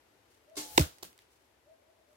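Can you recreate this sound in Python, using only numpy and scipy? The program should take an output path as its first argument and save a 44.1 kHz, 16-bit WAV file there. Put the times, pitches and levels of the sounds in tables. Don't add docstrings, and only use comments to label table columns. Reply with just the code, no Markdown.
import sys
import numpy as np
from scipy import signal
from scipy.fft import rfft, irfft, next_fast_len
from scipy.io import wavfile
from scipy.ndimage import map_coordinates

SR = 44100
rng = np.random.default_rng(int(sys.argv[2]) if len(sys.argv) > 2 else 0)


def materialize(psi):
    bounded = np.clip(np.atleast_2d(psi).T, -1, 1)
    quanta = np.round(bounded * 32767).astype(np.int16)
    wavfile.write(sys.argv[1], SR, quanta)


N = 95388
T = np.arange(N) / SR


# f/Hz, level/dB
AIR_COLOUR = [(15, -59.5), (25, -35.5), (64, -2.5), (123, -7.5), (153, -17), (326, -4), (607, -7.5),
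              (659, -7.5), (734, -9.5), (840, -7.5), (1130, -13), (2000, -14), (9320, -25), (12200, -23.5),
              (16000, -38)]
# f/Hz, likeness
AIR_LIKENESS = [(60, .9), (350, .65), (800, 0.066), (2000, 0), (10000, 0)]
# f/Hz, level/dB
AIR_LEAN_LEFT = [(100, 0.5), (400, 1), (1300, 3.5), (4000, 1.3), (8000, -0.33), (15000, 3)]
# t/s, length/s, f/Hz, level/dB
BIRD_CALLS = [(.465, 0.13, 660, -60), (1.655, 0.089, 662, -62.5), (1.777, 0.0513, 615, -73),
              (1.85, .08, 675, -69.5), (1.951, 0.096, 670, -73), (2.06, .13, 630, -69.5)]
# f/Hz, level/dB
ECHO_COLOUR = [(100, -9), (500, -7), (1200, -9), (2500, -7)]
# f/Hz, likeness
WIDE_LIKENESS = [(100, 0.83), (400, 0.3), (900, -0.71), (2000, -.15), (5000, -.1), (12000, 0)]
# t/s, level/dB
LEAF_TICKS = [(0.4977, -59), (0.7948, -18.5), (0.811, -25), (0.8216, -28), (0.984, -47.5), (0.988, -56.5),
              (1.129, -51), (1.178, -49.5), (1.22, -56)]
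# f/Hz, level/dB
LEAF_COLOUR = [(300, -16.5), (1500, -3), (3500, -3.5), (8000, -2), (16000, -10)]
# f/Hz, level/dB
TWIG_SNAP_COLOUR = [(300, -36), (1100, -18), (1700, 0), (3200, -0.5), (6000, -5.5), (9000, -9),
                    (16000, -16)]
# t/s, rise/s, t60/s, level/dB
LEAF_STIRS = [(.295, 0.071, 0.28, -56), (1.3, 0.021, 0.29, -63.5), (1.4, 0.0388, 0.22, -65),
              (2.06, .06, 0.68, -70.5)]
# t/s, rise/s, t60/s, level/dB
STRING_NOISE = [(.554, 0.00202, .12, -50), (.566, 0.0062, 0.38, -33.5)]
# f/Hz, level/dB
STRING_NOISE_COLOUR = [(100, -11), (400, -1), (1300, -6.5), (2200, -9), (4000, -0.5), (7200, -1),
                       (12000, -7.5), (16000, -18.5)]
# f/Hz, level/dB, t60/s
STRING_SLIP = [(630, -48, .06), (1060, -56, 0.034)]
# f/Hz, level/dB, t60/s
BOW_LIMBS = [(73, -51.5, .15), (302, -37, 0.22), (397, -30.5, 0.068), (1082, -44.5, .13),
             (1782, -52.5, .22), (2140, -50, 0.24)]
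# t/s, level/dB
LEAF_CONTACTS = [(1.0271, -18), (1.0301, -15), (1.0328, -13), (1.044, -22.5), (1.0501, -23)]
# f/Hz, level/dB
CONTACT_COLOUR = [(40, -11), (170, 1.5), (350, 1), (900, 2.5), (1500, -5.5), (2500, -6), (4000, 1),
                  (6000, -0.5), (9000, -5), (16000, -5)]
# f/Hz, level/dB
LANDING_WASH = [(100, 0), (250, 6), (900, -3.5), (1800, -2), (4000, -1), (8000, -3.5), (16000, -4.5)]
# f/Hz, level/dB, t60/s
SOIL_THUD = [(146.3, -11.5, 0.07), (297, -19.5, 0.092), (415, -30, .08), (631, -31, 0.11)]
# f/Hz, level/dB
VANE_WHISTLE = [(870, -56.5), (730, -63), (515, -68.5)]
# f/Hz, level/dB
VANE_HISS_COLOUR = [(100, -20.5), (400, -5.5), (900, -7.5), (2000, -6), (4500, -4), (8000, -3.5),
                    (13000, -2.5), (16000, -2)]
# f/Hz, level/dB
PUSHED_AIR_COLOUR = [(25, -25), (70, -1.5), (110, -10.5), (220, -28.5), (1000, -47.5)]
# f/Hz, level/dB
TEARING_COLOUR = [(200, -1), (1500, -1.5), (4000, 3), (7500, 2.5), (10500, -8.5), (13000, 0),
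                  (16000, -13.5)]
# f/Hz, level/dB
POINT_CRACK_COLOUR = [(30, -32.5), (150, -10.5), (300, -4), (550, 6), (1000, 3.5), (1500, -5), (2600, 0.5),
                      (4000, -2.5), (7000, -16.5), (16000, -33.5)]
# f/Hz, level/dB, t60/s
TARGET_WALLS = [(2460, -6, 0.0035), (3790, -6.5, .005), (7330, -9.5, .004)]
# f/Hz, level/dB, t60/s
TARGET_HOLLOW = [(345, -7, 0.033), (549, -19.5, 0.052), (987.4, -2, 0.012)]
# f/Hz, level/dB
STRIKE_WASH = [(100, -17), (300, 2), (650, 2), (1300, 0), (2300, -4.5), (3200, -1), (6500, -3.5),
               (10000, -7), (16000, -8.5)]
# f/Hz, level/dB
LEFT_SHADING = [(900, 1), (2200, 0), (4500, -11.5), (12000, -7)]

RELEASE_S, STRIKE_S, SECOND_WALL_S, GROUND_S = .567, .7792, .7806, .793
SCATTER_RISE_S = .014
SIDE_LAG_S = .00036


def amp(db):
    return 10 ** (np.asarray(db) / 20)


def unit(x):
    return x / np.sqrt(np.mean(x ** 2) + 1e-20)


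def along(points, hz):
    f, value = np.transpose(points)
    return np.interp(np.log(hz + 1), np.log(f + 1), value)


def filtered(x, response):
    size = next_fast_len(N + SR // 2)
    hz = np.fft.rfftfreq(size, 1 / SR)
    return irfft(rfft(x, size) * response(hz), size)[..., :N]


def late(x, lag):
    return filtered(x, lambda hz: np.exp(-2j * np.pi * hz * lag))


def wobble(rate):
    return map_coordinates(rng.standard_normal(2048), [T * rate], mode="wrap")


def noise(colour):
    return unit(filtered(rng.standard_normal(N), lambda hz: amp(along(colour, hz))))


def wide(colour, alike):
    def shares(hz):
        angle = np.arccos(np.clip(along(alike, hz), -1, 1)) / 2
        return np.array([np.cos(angle), np.sin(angle)])

    mid, side = filtered(np.array([noise(colour), noise(colour)]), shares)
    return unit(np.array([mid + side, mid - side]))


def burst(s, rise, t60, db):
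    t = np.maximum(T - s, 0)
    return amp(db - 60 * t / t60) * (1 - np.exp(-t / rise))


def ring(s, modes, rise):
    return sum(burst(s, rise, t60, db) * -np.sin(2 * np.pi * hz * (T - s)) for hz, db, t60 in modes)


def blows(rows, colour):
    hz = np.fft.rfftfreq(2 * N, 1 / SR)
    cepstrum = irfft(np.log(amp(along(colour, hz))))
    cepstrum[1:N] *= 2
    cepstrum[N + 1:] = 0
    pulse = np.exp(rfft(cepstrum))
    hits = sum(-amp(db) * np.exp(-2j * np.pi * hz * s) for s, db in rows)
    return irfft(pulse * hits)[:N]


def from_right(x, lag):
    left = filtered(late(x, lag), lambda hz: amp(along(LEFT_SHADING, hz)))
    return np.array([left, x])


def forest(x, wet_db):
    tail = wide(ECHO_COLOUR, WIDE_LIKENESS) * burst(0, SCATTER_RISE_S, .22, 0)
    tail = tail / np.linalg.norm(tail[0])
    return amp(wet_db) * signal.fftconvolve(x[None], tail, axes=1)[:, :N]


def scatter(s, colour, db):
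    near = burst(s, SCATTER_RISE_S, .21, db)
    far = burst(s, SCATTER_RISE_S, .99, db - 32)
    return wide(colour, WIDE_LIKENESS) * (near + far)


def low_cut(x):
    return signal.sosfilt(signal.butter(4, 58, "high", fs=SR, output="sos"), x)


def air():
    start_db, fade_db_per_s = -67.5, .95
    hush = wide(AIR_COLOUR, AIR_LIKENESS)
    hush = filtered(hush, lambda hz: amp(along(AIR_LEAN_LEFT, hz) * [[1], [-1]]))
    return hush * amp(start_db - fade_db_per_s * T + .31 * wobble(2.7))


def bird():
    scoop, scoop_s, waver = .2, .022, .02
    song = np.zeros(N)
    for s, length, hz, db in BIRD_CALLS:
        t = np.maximum(T - s, 0)
        pitch = hz * (1 - scoop * np.exp(-t / scoop_s) + waver * wobble(160))
        swell = np.sqrt(np.abs(np.sin(np.pi * np.clip(t / length, 0, 1))))
        song += amp(db) * swell * np.sin(2 * np.pi * np.cumsum(pitch) / SR)
    return amp(-.5) * song + forest(song, wet_db=4)


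def litter():
    twig_s = 1.1895
    ticks = noise(LEAF_COLOUR) * sum(burst(s, .0002, .012, db) for s, db in LEAF_TICKS)
    twig = noise(TWIG_SNAP_COLOUR) * burst(twig_s, .00018, .0083, -46.5)
    flutter = amp(3.1 * wobble(200))
    stir = wide(LEAF_COLOUR, WIDE_LIKENESS) * flutter * sum(burst(*row) for row in LEAF_STIRS)
    return from_right(ticks, SIDE_LAG_S) + twig + scatter(twig_s, TWIG_SNAP_COLOUR, db=-59.5) + stir


def bow():
    tones = ring(.553, STRING_SLIP, rise=.0027) + ring(RELEASE_S, BOW_LIMBS, rise=.0086)
    string = wide(STRING_NOISE_COLOUR, WIDE_LIKENESS) * sum(burst(*row) for row in STRING_NOISE)
    return tones + forest(tones, wet_db=-13) + string


def landing():
    crunch_db, crunch_t60 = -26.5, .016
    crumbling = sum(burst(s, .00013, crunch_t60, db + crunch_db) for s, db in LEAF_CONTACTS)
    crunch = noise(CONTACT_COLOUR) * crumbling
    contacts = blows(LEAF_CONTACTS, CONTACT_COLOUR)
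    wash = scatter(LEAF_CONTACTS[0][0], LANDING_WASH, db=-42)
    return from_right(contacts + crunch, lag=.00025) + wash


def thud():
    shaft = ring(.805, [(79, -9, .069)], rise=.005)
    low = ring(GROUND_S, SOIL_THUD, rise=.005) + shaft
    return np.array([amp(-1.6) * late(low, .00025), low]) + forest(low, wet_db=-22.5)


def flight():
    sag_per_s = .15
    hiss_db, hiss_half_s = -42.5, .05
    draught_db, draught_half_s = -50.5, .02
    flown, to_go = np.maximum(T - RELEASE_S, 0), np.maximum(STRIKE_S - T, 0)
    start = 1 - np.exp(-flown / .01)
    stop = np.clip((GROUND_S - T) / (GROUND_S - STRIKE_S), 0, 1)
    turns = np.cumsum(1 - sag_per_s * flown + .009 * wobble(250)) / SR
    whistle = sum(amp(db + 2 * wobble(110)) * np.sin(2 * np.pi * hz * turns) for hz, db in VANE_WHISTLE)
    hiss = amp(hiss_db) * wide(VANE_HISS_COLOUR, WIDE_LIKENESS) / (1 + to_go / hiss_half_s)
    draught = amp(draught_db) * noise(PUSHED_AIR_COLOUR) * 2 ** (-to_go / draught_half_s)
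    lean_left = amp([[1.3], [-1.3]])
    return start * stop * ((whistle + hiss) * lean_left + draught)


def strike():
    tear_s, tear_db, tear_rise_s, tear_t60 = .7779, -10.5, .0016, .011
    before, after = np.maximum(tear_s - T, 0), np.maximum(T - tear_s, 0)
    tearing = amp(tear_db - 20 * before / tear_rise_s - 60 * after / tear_t60)
    tear = np.array([noise(TEARING_COLOUR) * amp(-7.5), noise(TEARING_COLOUR)]) * tearing
    crack = blows([(STRIKE_S, 13.5)], POINT_CRACK_COLOUR)
    walls = sum(ring(s, TARGET_WALLS, rise=.0002) for s in (STRIKE_S, SECOND_WALL_S))
    hollow = ring(STRIKE_S, TARGET_HOLLOW, rise=.0014)
    splinters = noise(LEAF_COLOUR) * burst(SECOND_WALL_S, .0003, .022, -16)
    hit = from_right(crack + walls + hollow + splinters, SIDE_LAG_S)
    return tear + hit + scatter(STRIKE_S, STRIKE_WASH, db=-23)


def scene():
    background = air() + bird() + litter()
    hits = low_cut(landing() + thud() + strike())
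    return background + bow() + hits + flight()


def record(dry):
    return filtered(np.clip(dry, -1, 1), lambda hz: hz < 16100)


dry = scene()
out = record(dry)
materialize(out)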